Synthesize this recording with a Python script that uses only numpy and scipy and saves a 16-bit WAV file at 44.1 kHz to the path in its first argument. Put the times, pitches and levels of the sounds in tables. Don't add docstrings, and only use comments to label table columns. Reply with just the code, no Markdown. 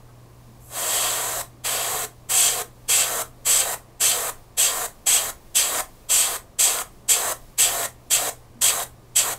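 import sys
import numpy as np
from scipy import signal
from scipy.fft import rfft, irfft, next_fast_len
from scipy.io import wavfile
from scipy.ndimage import uniform_filter1d, map_coordinates

SR = 44100
rng = np.random.default_rng(int(sys.argv[2]) if len(sys.argv) > 2 else 0)


def ratio_of_db(decibels):
    return 10 ** (np.asarray(decibels, float) / 20)


def materialize(psi):
    bounded = np.clip(np.atleast_2d(psi).T, -1, 1)
    quanta = np.round(bounded * 32767).astype(np.int16)
    wavfile.write(sys.argv[1], SR, quanta)


N = 414035


def along(points, hz):
    point_hz, value = np.transpose(points)
    return np.interp(np.log(hz + 1), np.log(point_hz + 1), value)


def wobble(rate_hz):
    knots = rng.standard_normal(int(N * rate_hz / SR) + 4)
    return map_coordinates(knots, [np.arange(N) * rate_hz / SR])


def filtered(x, response):
    size = next_fast_len(N + 8192)
    gain = response(np.fft.rfftfreq(size, 1 / SR))
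    return irfft(rfft(x, size) * gain, size)[..., :N]


def air(spectrum, modes, modes_db, patchy_db):
    z = signal.stft(rng.standard_normal(N), nperseg=512)[2]
    patches = uniform_filter1d(rng.standard_normal(z.shape), 6, 0)
    patches = uniform_filter1d(patches, 8, 1)
    noise = signal.istft(z * ratio_of_db(patchy_db * patches / patches.std()), nperseg=512)[1]

    def colour(f):
        power = ratio_of_db(2 * along(spectrum, f))
        for hz, width_hz, level_db in modes:
            power = power + ratio_of_db(2 * (level_db + modes_db)) / (1 + (2 * (f - hz) / width_hz) ** 2)
        return np.sqrt(power)

    out = filtered(noise, colour)
    return out / out.std()


# time_s, level_db
HUM_SWELL = [(0, -50.5), (1.5, -50), (3, -52), (4.2, -55), (5.2, -63), (6.3, -62.5), (7.2, -55),
             (8.5, -52.5), (9.4, -50)]
# freq_hz, density_db
ROOM_COLOUR = [(9, -25), (18, -1.5), (85, -7), (150, -12), (300, -14.5), (600, -17.5), (1210, -22.5),
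               (1310, -29), (1800, -30), (3000, -34.5), (8000, -37), (15600, -42.5)]
# freq_hz, width_hz, level_db
DUCT_DRONES = [(337, 40, -18), (690, 50, -19.5), (1040, 22, -19.5), (1150, 28, -25), (1210, 25, -25.5)]


def workshop():
    t = np.arange(N) / SR
    hum_db = np.interp(t, *np.transpose(HUM_SWELL)) + 0.3 * wobble(2)
    hum = np.sqrt(2) * ratio_of_db(hum_db) * np.sin(2 * np.pi * 120.35 * t)
    rumble = air([(6, -20), (16, 3.5), (32, -3.5), (60, -35.5)], [], modes_db=0, patchy_db=0.0)
    draught = ratio_of_db(-56 + 3.5 * wobble(5)) * rumble
    return hum + draught + ratio_of_db(-50.1) * air(ROOM_COLOUR, DUCT_DRONES, modes_db=0.0, patchy_db=0.15)


# start_s, level_db, pitch_hz, rise_s, t60_s
BENCH_BUMPS = [
    (.085, -52, 1550, .006, .1),
    (.085, -50, 1280, .006, .1),
    (.46, -42.5, 227, 0.028, 0.39),
    (4.95, -50, 189, 0.0196, .3),
    (8.55, -41.5, 235, 0.015, .4),
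]


def bumps():
    t = np.arange(N) / SR
    out = np.zeros(N)
    for start_s, level_db, pitch_hz, rise_s, t60_s in BENCH_BUMPS:
        age = np.clip(t - start_s, 0, None)
        swell = 1 - np.exp(-age / rise_s)
        out += ratio_of_db(level_db - 60 * age / t60_s) * swell * np.sin(2 * np.pi * pitch_hz * age)
    return out


# start_s, length_s, level_db, rise_db_per_s, top_over_nozzle_db
SEEPING = (.592, .135, -63, 75, 3.5)


def seep():
    start_s, length_s, level_db, rise_db_per_s, top_db = SEEPING
    age = np.arange(N) / SR - start_s
    gate = np.clip(age / 0.02, 0, 1) * (age < length_s)
    return gate * ratio_of_db(level_db + rise_db_per_s * age.clip(0, 1)) * ratio_of_db([[0], [top_db]])


OPENING_POWER, SHUT_T60_S = 2.68, 0.029


def valve(age, held_s, opening_s):
    opened = np.clip(age / opening_s, 0, 1) ** OPENING_POWER
    return opened * ratio_of_db(-60 * np.clip(age - held_s, 0, 1) / SHUT_T60_S)


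SWELL_DB_PER_S, SAG_DB_PER_S = 59.5, 13.5


def throttle(age, peak_s, hold_s, fade_db_per_s, sag_db_per_s):
    swell_db = -SWELL_DB_PER_S * np.clip(peak_s - age, 0, 1)
    sag_db = -sag_db_per_s * np.clip(age - peak_s, 0, hold_s)
    fade_db = -fade_db_per_s * np.clip(age - peak_s - hold_s, 0, 1)
    return swell_db + sag_db + fade_db


# start_s, held_s, opening_s, jet_at_release_db, build_up_db
TRIGGER_PRESSES = [(.652, .763, .125, -30, 1.5), (1.6296, .421, .022, -30, .4),
                   (2.2814, .338, .02, -30.5, 3.5), (2.872, 0.35, .024, -29.9, 1),
                   (3.4396, .306, .027, -30.5, 1.8), (3.99, 0.31, .023, -29.8, 2.5),
                   (4.5626, 0.3, .02, -30.5, 2.9), (5.0536, 0.25, .017, -32.1, .1),
                   (5.5373, 0.27, .021, -27.2, 8), (6.0777, .289, .027, -31.4, 0.8),
                   (6.5801, 0.24, .014, -31, 0.8), (7.0743, .251, 0.02, -27, 7),
                   (7.5697, 0.29, 0.02, -28.5, 4.9), (8.0958, 0.2, .016, -28.5, 5),
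                   (8.6058, .23, .015, -30.5, 0.3), (9.1462, 0.19, .018, -29.5, 2.5)]
# peak_after_start_s, hold_s, peak_db, fade_db_per_s, cap_rasp_db
PRESS_SHRIEKS = [(.287, 0.14, -25, 86, -29.1), (0.029, 0.082, -29.5, 56, -30.3),
                 (.11, .072, -17.3, 159, -25.5), (0.034, 0.098, -18.5, 241, -25),
                 (0.059, .099, -18, 600, -26.5), (0.051, 0.05, -17, 227, -24.6),
                 (0.029, .059, -17.5, 293, -25), (0.026, 0.076, -17.3, 292, -25.2),
                 (0.034, 0.0069, -16, 150, -23), (0.052, 0.071, -18, 141, -25.5),
                 (0.034, .029, -16.5, 134, -25), (0.031, .004, -15.4, 215, -24.2),
                 (0.038, 0.018, -16, 210, -23.5), (.03, .01, -16.5, 225, -24.5),
                 (.025, .053, -17, 519, -24.9), (0.027, 0.015, -16, 412, -24.3)]
# lag_s, extra_sag_db_per_s, fade_factor, fully_open_db
CAP_BAND = (0.02, -6.6, 0.9, -47)
NOZZLE_BAND = (0.01, 0.5, 1.07, -40)
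TOP_BAND = (.004, 17.5, 1.1, -36.5)
TYPICAL_DB = -17
THROTTLED_DB = -2
TOP_DB, TOP_GROWTH = -24.5, 0.75


def presses():
    gains = np.zeros((4, N))
    for press, shriek in zip(TRIGGER_PRESSES, PRESS_SHRIEKS):
        start_s, held_s, opening_s, jet_db, build_db = press
        peak_s, hold_s, peak_db, fade, cap_db = shriek
        stop = min(N, int((start_s + held_s) * SR) + SR // 20)
        span = np.arange(int(start_s * SR), stop)
        age = span / SR - start_s

        def band(band_db, lag_s, extra_sag, fade_factor, open_db):
            shape_db = throttle(age, peak_s + lag_s, hold_s, fade * fade_factor, SAG_DB_PER_S + extra_sag)
            return np.hypot(ratio_of_db(band_db + shape_db), ratio_of_db(open_db))

        throttled = ratio_of_db(peak_db - TYPICAL_DB + throttle(age, peak_s, hold_s, fade, SAG_DB_PER_S))
        wash = ratio_of_db(jet_db + THROTTLED_DB * throttled + build_db * (age / held_s - 1))
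        top_db = TOP_DB + TOP_GROWTH * (peak_db - TYPICAL_DB)
        bands = [wash, band(cap_db, *CAP_BAND), band(peak_db, *NOZZLE_BAND), band(top_db, *TOP_BAND)]
        gains[:, span] = valve(age, held_s, opening_s) * np.array(bands)
    return gains


# freq_hz, density_db
SHRIEK_COLOUR = [(880, -43.5), (1500, -18), (2300, -12), (3220, -11.5), (3550, -12.5), (4630, -13),
                 (5200, -18), (6200, -13.5), (6800, -11.5), (7930, -1.5), (9460, -14), (12200, -15),
                 (13200, -19), (15600, -24)]
JET_COLOUR = [(120, -48.5), (200, -28), (422, -8.5), (608, -5), (716, 0), (876, -6.5), (1150, -4.5),
              (2390, -16.5), (3900, -18.5), (5320, -17), (7950, -5), (10300, -15), (12300, -12.5),
              (15600, -19)]
# freq_hz, width_hz, level_db
NOZZLE_MODES = [(6170, 220, -6), (6340, 200, -8.5), (7350, 170, -3.5), (7840, 300, -5), (8120, 180, -1.5),
                (9080, 200, -8), (9950, 180, -5), (11280, 300, -5.5), (12000, 350, -6.5), (12600, 130, -15),
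                (14050, 250, -19.5), (15250, 250, -22)]
CAP_MODES = [(2660, 90, -2), (3236, 160, 3.5), (4680, 310, -3.5), (5630, 150, -8)]
MODEL_HOLLOWS = [(463, 64, -2), (712, 56, 0), (980, 68, -8), (1087, 40, -1.5), (1340, 27, -10),
                 (1840, 154, -3), (2130, 92, -9.5), (3200, 200, -19), (3920, 220, -6.5), (6280, 250, -9),
                 (7520, 370, -10.5), (8790, 200, -3.5), (12000, 300, -14)]


def airbrush():
    wash, cap, *upper = presses()
    nozzle, top = np.hypot(upper, seep())
    flutter = ratio_of_db(0.66 * wobble(180) + 0.27 * wobble(30))
    jet = ratio_of_db(4.0 + 0.6 * wobble(14)) * wash * air(JET_COLOUR, MODEL_HOLLOWS, modes_db=-3.5, patchy_db=0.93)
    low = [p for p in SHRIEK_COLOUR if p[0] < 5600] + [(7000, -60)]
    middle = [(4500, -60)] + [p for p in SHRIEK_COLOUR if 4800 < p[0] < 10500] + [(12000, -60)]
    high = [(9000, -60)] + [p for p in SHRIEK_COLOUR if p[0] > 9300]
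    rasp = cap * air(low, CAP_MODES, modes_db=-7, patchy_db=0.97)
    shriek = nozzle * air(middle, NOZZLE_MODES[:6], modes_db=-3.5, patchy_db=1.26)
    sizzle = top * air(high, NOZZLE_MODES[6:], modes_db=-4.0, patchy_db=-1.0)
    return jet + flutter * (rasp + shriek + sizzle)


# freq_hz, width_hz, depth (0-1)
ECHO_DIPS = [(360, 61, 0.36), (851, 67, 0.5), (1610, 68, 0.32), (1965, 90, 0.44), (5400, 430, 0.23),
             (5800, 150, .4), (8700, 150, 0.6), (9530, 200, 0.2), (10580, 250, 0.2)]


def bench(x):
    def response(f):
        gain = np.ones_like(f)
        for hz, width_hz, depth in ECHO_DIPS:
            gain = gain * (1 - np.clip(depth, 0, 1) / (1 + (2 * (f - hz) / width_hz) ** 2))
        return gain

    return filtered(x, response)


# freq_hz, t60_s
WALL_DECAY = [(300, 0.24), (2000, 0.21), (8000, 0.18), (15000, 0.2)]


def walls(x, count=4):
    hz, t, z = signal.stft(rng.standard_normal((count, SR // 4)), SR, nperseg=256)
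    decay = ratio_of_db(-60 * t / along(WALL_DECAY, hz)[:, None])
    tails = signal.istft(z * decay, SR, nperseg=256)[1]
    shares = np.array([wobble(3) for _ in range(count)])
    shares /= np.linalg.norm(shares, axis=0)
    wet = signal.oaconvolve(shares * x, tails / np.linalg.norm(tails[0]), axes=1).sum(axis=0)
    return np.pad(wet, (100, 0))[:N]


# start_s, peak_db
LEVER_TICKS = [(1.8462, -25), (2.59, -26), (5.7488, -26.5), (5.786, -22), (6.788, -23), (7.8315, -19),
               (8.2723, -23), (8.8014, -24), (9.3117, -25)]


def trigger():
    out = np.zeros(N + 2048)
    t = np.arange(600) / SR
    for start_s, peak_db in LEVER_TICKS:
        tick = 0.75 * rng.standard_normal(len(t))
        for hz, level_db in ((1150, -4), (2300, -4.0), (3300, -2.5), (4700, -4.5)):
            tick += np.sin(2 * np.pi * hz * t) * ratio_of_db(level_db + rng.normal(0, 2.9))
        out[round(start_s * SR):][:len(t)] += ratio_of_db(peak_db - 0.5 - 60 * t / 0.013) * tick
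    return filtered(out[:N], lambda f: 1 / (1 + (900 / (f + 1)) ** 4) / (1 + (f / 7000) ** 4))


# start_s, level_db, t60_s
LEAK_WHISTLES = [
    (2.64, -71, .5),
    (3.78, -65.5, .4),
    (6.87, -62, .6),
    (8.33, -65, .8),
]


def leak(pitch_hz=8250):
    t = np.arange(N) / SR
    fade = np.zeros(N)
    for start_s, level_db, t60_s in LEAK_WHISTLES:
        fade += (t > start_s) * ratio_of_db(level_db - 60 * np.abs(t - start_s) / t60_s)
    return fade * np.sin(2 * np.pi * np.cumsum(pitch_hz + 25 * wobble(60)) / SR)


def scene():
    spray = airbrush() + trigger()
    near = ratio_of_db(-0.33) * bench(spray)
    room = ratio_of_db(-8.5) * walls(spray)
    return np.tile(near + room + leak() + bumps() + workshop(), (2, 1))


def roll_off(x):
    return signal.sosfilt(signal.butter(12, 16450, fs=SR, output="sos"), x)


TOP_HZ = 15730


def record(dry):
    def edge(f):
        return np.sin(np.pi / 2 * np.clip((TOP_HZ + 110 - f) / 220, 0, 1)) ** 2

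    mix = filtered(dry, edge)
    return roll_off(mix)


dry = scene()
out = record(dry)
materialize(out)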